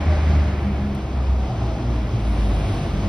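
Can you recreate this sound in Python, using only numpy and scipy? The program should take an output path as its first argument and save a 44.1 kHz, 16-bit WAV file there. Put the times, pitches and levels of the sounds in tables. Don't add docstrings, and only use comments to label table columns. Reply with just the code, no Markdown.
import sys
import numpy as np
from scipy import signal
from scipy.fft import rfft, irfft
from scipy.io import wavfile
from scipy.ndimage import uniform_filter1d

SR = 44100
rng = np.random.default_rng(int(sys.argv[2]) if len(sys.argv) > 2 else 0)


def wrap_up_sound(samples):
    columns = np.atleast_2d(samples).T
    tamed = np.clip(columns, -1, 1)
    steps = np.round(tamed * 32767).astype(np.int16)
    wavfile.write(sys.argv[1], SR, steps)


N = 135828
TIME = np.arange(N) / SR
FREQ = np.maximum(np.fft.rfftfreq(N, 1 / SR), 1)

SWELL_S = .045
CENTRED_HZ = 220
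FLUTTER_DB, FLUTTER_HZ = 0.78, 8.9


def undb(db):
    return 10 ** (np.asarray(db) / 20)


def unit(x):
    return x / np.sqrt(np.mean(np.abs(x) ** 2))


def fader(points):
    level_db = np.interp(TIME, *np.array(points).T)
    return uniform_filter1d(undb(level_db), int(SWELL_S * SR))


def across(points):
    hz, value = np.array(points).T
    return np.interp(np.log(FREQ), np.log(hz), value)


def swell(centre_s, half_s):
    return np.exp(-.5 * ((TIME - centre_s) / half_s) ** 2)


def wander(width_hz):
    shape = np.exp(-(np.fft.fftfreq(N, 1 / SR) / width_hz) ** 2)
    return unit(np.fft.ifft(shape * np.fft.fft(rng.standard_normal(N))))


def tone(hz, width_hz, scatter):
    turn = np.exp(2j * np.pi * np.cumsum(hz * np.ones(N)) / SR)
    share = np.clip(scatter, 0, 1)
    direct = np.sqrt(1 - share ** 2)
    return unit((turn * (direct + share * wander(width_hz))).real)


def ring(hz, width_hz):
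    return tone(hz, width_hz, scatter=1)


# freq_hz, share_db
WIDTH = [(60, -44.5), (160, -28), (270, -17.5), (420, -15.5), (550, -11.5), (760, -15), (950, -7.5),
         (1200, -14.5), (1400, -10), (1800, -18), (2250, -6), (2500, -3), (2850, -4.5), (3200, -4.5),
         (3700, -10), (4600, -9), (5200, -8), (6300, -3), (7200, -37), (8600, -18), (12000, -17)]
# freq_hz, balance_db
BALANCE = [(170, 0.5), (480, -1.6), (600, .3), (780, 5.5), (1050, 0.5), (1300, 3.5), (1550, -2), (2350, 0),
           (2650, -1), (3000, 0), (5000, -0.5)]
# freq_hz, lead_rad
LEAD = [(200, 0), (450, .08), (690, 0.6), (1050, -0.05), (1800, -1), (2240, 0.15), (2560, 1.3),
        (3200, 0.78), (4450, 0.7), (4950, -0.7), (5500, 1.1), (6000, 1.5), (6900, 3.5), (8000, 2),
        (8500, 5), (10000, 5.5), (11300, 8), (12400, 8.5)]


def hall_noise(colour):
    mid, side = rfft(rng.standard_normal((2, N))) * undb(across(colour))
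    spread = np.array([[1], [-1]]) * FREQ ** 2 / (FREQ ** 2 + CENTRED_HZ ** 2)
    balance = undb(spread * across(BALANCE) / 2)
    lead = np.exp(.5j * spread * across(LEAD))
    pair = irfft((mid + spread * side * undb(across(WIDTH))) * balance * lead, N)
    flutter = undb(FLUTTER_DB * unit(wander(FLUTTER_HZ).real))
    return unit(pair) * flutter


MOTOR_HZ, SLOWING_HZ_PER_S = 78.4, 10.3
# start_s, level_db
HUM_LEVEL = [(0, -26), (.1, -14.5), (.19, -24), (.28, -16), (.43, -16.5), (.57, -26), (.7, -23), (1.0, -29),
             (1.13, -24), (1.22, -23), (1.34, -17), (1.42, -21), (1.5, -35), (1.6, -24), (1.7, -22),
             (1.81, -35), (1.88, -23), (2.0, -21.5), (2.12, -28), (2.22, -25), (2.3, -19.5), (2.43, -16.5),
             (2.55, -22), (2.72, -31), (3.08, -23)]
# start_s, level_db
OCTAVE_LEVEL = [(0, -38), (.3, -31.5), (.6, -37), (1.0, -33), (1.35, -36), (1.5, -31), (1.7, -37),
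                (1.8, -33), (1.92, -26.5), (2.03, -38), (2.13, -23.5), (2.25, -35), (2.58, -34),
                (2.68, -20.5), (2.76, -21), (2.84, -34), (3.08, -27)]
# multiple (of the hum's pitch), level_db (at the peak), peak_s, half_s
PARTIALS = [(3, -30.5, 2.75, .24), (4, -37.5, 2.3, .6), (5, -38, 1.64, .2)]


def motor():
    hz = MOTOR_HZ - SLOWING_HZ_PER_S * TIME
    sound = tone(hz, width_hz=9, scatter=.15) * fader(HUM_LEVEL)
    sound = sound + tone(2 * hz, width_hz=14, scatter=.4) * fader(OCTAVE_LEVEL)
    for multiple, db, peak_s, half_s in PARTIALS:
        partial = tone(round(multiple) * hz, width_hz=7.8, scatter=0.72)
        sound = sound + undb(db) * partial * swell(peak_s, half_s)
    return sound


# start_s, pitch_hz
DRONE_PITCH = [(0, 203), (.3, 199), (.55, 196), (.72, 203), (.95, 203), (1.4, 197), (2.0, 200), (2.3, 206),
               (2.7, 200), (3.08, 204)]
# start_s, level_db
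DRONE_LEVEL = [(0, -38), (.25, -33.5), (.55, -32), (.83, -29.5), (1.05, -37), (1.5, -37.5), (1.85, -42),
               (2.15, -37), (2.38, -32.5), (2.62, -41), (2.9, -31.5), (3.08, -32)]


def drone():
    hz = np.interp(TIME, *np.array(DRONE_PITCH).T)
    return tone(hz, width_hz=18, scatter=.55) * fader(DRONE_LEVEL)


# (per Hz, relative)
RUMBLE_COLOUR = [(20, -27), (35, -6), (50, 0), (90, 3.5), (135, -4), (175, -9), (260, -18), (600, -67.5)]
# start_s, level_db
RUMBLE_LEVEL = [(0, -26.5), (.5, -27), (1.1, -28.5), (2.1, -29), (2.5, -26.5), (3.08, -27)]


def rumble():
    return hall_noise(RUMBLE_COLOUR) * fader(RUMBLE_LEVEL)


# (per Hz, relative)
GROWL_COLOUR = [(100, -16), (160, -3.5), (215, 0), (270, -2), (330, -.5), (430, -8), (600, -19),
                (1200, -48)]
# start_s, level_db
GROWL_LEVEL = [(0, -32), (.45, -33.3), (.75, -32.8), (1.1, -34.3), (1.6, -34), (2.15, -33), (2.35, -31),
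               (3.08, -30)]


def growl():
    return hall_noise(GROWL_COLOUR) * fader(GROWL_LEVEL)


# (per Hz, relative)
ROAR_COLOUR = [(200, -8), (420, -7), (530, -2), (660, 0.5), (780, -2.5), (880, -7.5), (1200, -8.5),
               (1600, -21.5), (3000, -68)]
# start_s, level_db
ROAR_LEVEL = [(0, -33), (.45, -34), (1.0, -38), (1.7, -34), (2.1, -36.5), (2.65, -34), (3.08, -35.5)]
# pitch_hz (before drift), width_hz, level_db (against the roar)
ROAR_RINGS = [(613, 18, -17), (666, 14, -14), (788, 30, -13.5)]
ROAR_DRIFT, ROAR_DRIFT_HZ = .02, 2


def roar():
    sound = hall_noise(ROAR_COLOUR)
    for hz, width_hz, db in ROAR_RINGS:
        drift = 1 + ROAR_DRIFT * unit(wander(ROAR_DRIFT_HZ).real)
        sound = sound + undb(db) * ring(hz * drift, width_hz)
    return sound * fader(ROAR_LEVEL)


# (per Hz, relative)
AIR_COLOUR = [(400, -37), (900, 0), (1200, -2.5), (1700, -2.5), (2300, -3.5), (2800, -9.5), (4000, -16),
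              (7000, -47)]
# start_s, level_db
AIR_LEVEL = [(0, -38), (.15, -37.5), (.4, -39), (.7, -41.5), (1.05, -44.5), (1.6, -43.5), (2.15, -43.5),
             (2.4, -41.5), (2.7, -40), (3.08, -41.5)]


def air():
    return hall_noise(AIR_COLOUR) * fader(AIR_LEVEL)


# (per Hz, relative)
HISS_COLOUR = [(1200, -22), (2500, 0), (3300, 1), (4200, -1.5), (5100, -2.5), (6000, -6), (7000, -9),
               (8000, -13.5), (9500, -20), (12000, -41)]
# start_s, level_db
HISS_LEVEL = [(0, -45), (.35, -45), (.7, -50.5), (1.1, -50), (1.6, -46.5), (2.1, -48.5), (2.4, -45),
              (2.7, -43.7), (3.08, -46)]


def hiss():
    return hall_noise(HISS_COLOUR) * fader(HISS_LEVEL)


# peak_s, half_s, centre_hz, level_db (at the peak)
SURGES = [(.1, .3, 1850, -42), (2.66, .27, 3050, -48)]
# (per Hz, relative)
SURGE_COLOUR = [(.3, -50), (.6, -10), (.85, 0), (1.25, -2), (1.5, -20), (3, -65), (6, -110)]


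def surges():
    sound = 0
    for peak_s, half_s, centre_hz, db in SURGES:
        colour = [(centre_hz * multiple, density_db) for multiple, density_db in SURGE_COLOUR]
        sound = sound + undb(db) * hall_noise(colour) * swell(peak_s, half_s)
    return sound


# peak_s, pitch_hz (at the peak), glide_hz_per_s, half_s,
# level_db (at the peak)
BLOOMS = [(.12, 608, -60, .07, -37), (.13, 770, -40, .06, -41), (1.52, 763, 90, .08, -39),
          (1.62, 116, -4, .1, -27), (1.63, 799, 80, .06, -40), (1.75, 655, 300, .04, -35),
          (2.28, 115, 0, .08, -34), (2.67, 668, 50, .07, -38)]
BLOOM_BLUR = .045
BLOOM_DIFFUSE_HZ = 650


def blooms():
    sound = 0
    for peak_s, hz, glide, half_s, db in BLOOMS:
        pitch = hz + glide * (TIME - peak_s)
        scatter = hz / np.hypot(hz, BLOOM_DIFFUSE_HZ)
        sound = sound + undb(db) * tone(pitch, BLOOM_BLUR * hz, scatter) * swell(peak_s, half_s)
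    return sound


# (per Hz, relative)
TICK_COLOUR = [(3000, -16), (6000, -2), (8500, 2), (11500, 1), (15500, -2)]
TICK_S, TICK_DECAY_S, TICK_DB = .949, .006, -46.5


def tick():
    age = TIME - TICK_S
    decay = (age > 0) * np.exp(-np.abs(age) / TICK_DECAY_S)
    return undb(TICK_DB) * hall_noise(TICK_COLOUR) * decay


# (per Hz, relative)
SIZZLE_COLOUR = [(5500, -12), (7000, -4), (8400, 2), (10000, 5), (11300, 2), (12300, -10)]
# pitch_hz, width_hz, level_db (at the peak)
SIZZLE_RINGS = [(9170, 50, -67), (9660, 120, -74), (10330, 110, -76)]
SIZZLE_S, SIZZLE_HALF_S, SIZZLE_DB = 2.56, 0.31, -58.5


def sizzle():
    sound = undb(SIZZLE_DB) * hall_noise(SIZZLE_COLOUR)
    for hz, width_hz, db in SIZZLE_RINGS:
        pair = np.array([ring(hz, width_hz) for _ in range(2)])
        sound = sound + undb(db) * pair
    flat_topped = np.exp(-.5 * ((TIME - SIZZLE_S) / SIZZLE_HALF_S) ** 4)
    return sound * flat_topped


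def scene():
    tones = motor() + drone() + blooms()
    train = rumble() + growl() + roar() + air() + hiss() + surges() + sizzle()
    train_top = signal.butter(16, 14000, fs=SR, output="sos")
    return tones + signal.sosfilt(train_top, train) + tick()


FADE_IN_S, TOP_HZ = .008, 15760


def record(dry):
    fade_in = np.minimum(TIME / FADE_IN_S, 1)
    low_pass = signal.ellip(8, .2, 70, TOP_HZ, fs=SR, output="sos")
    return signal.sosfilt(low_pass, dry * fade_in)


dry = scene()
out = record(dry)
wrap_up_sound(out)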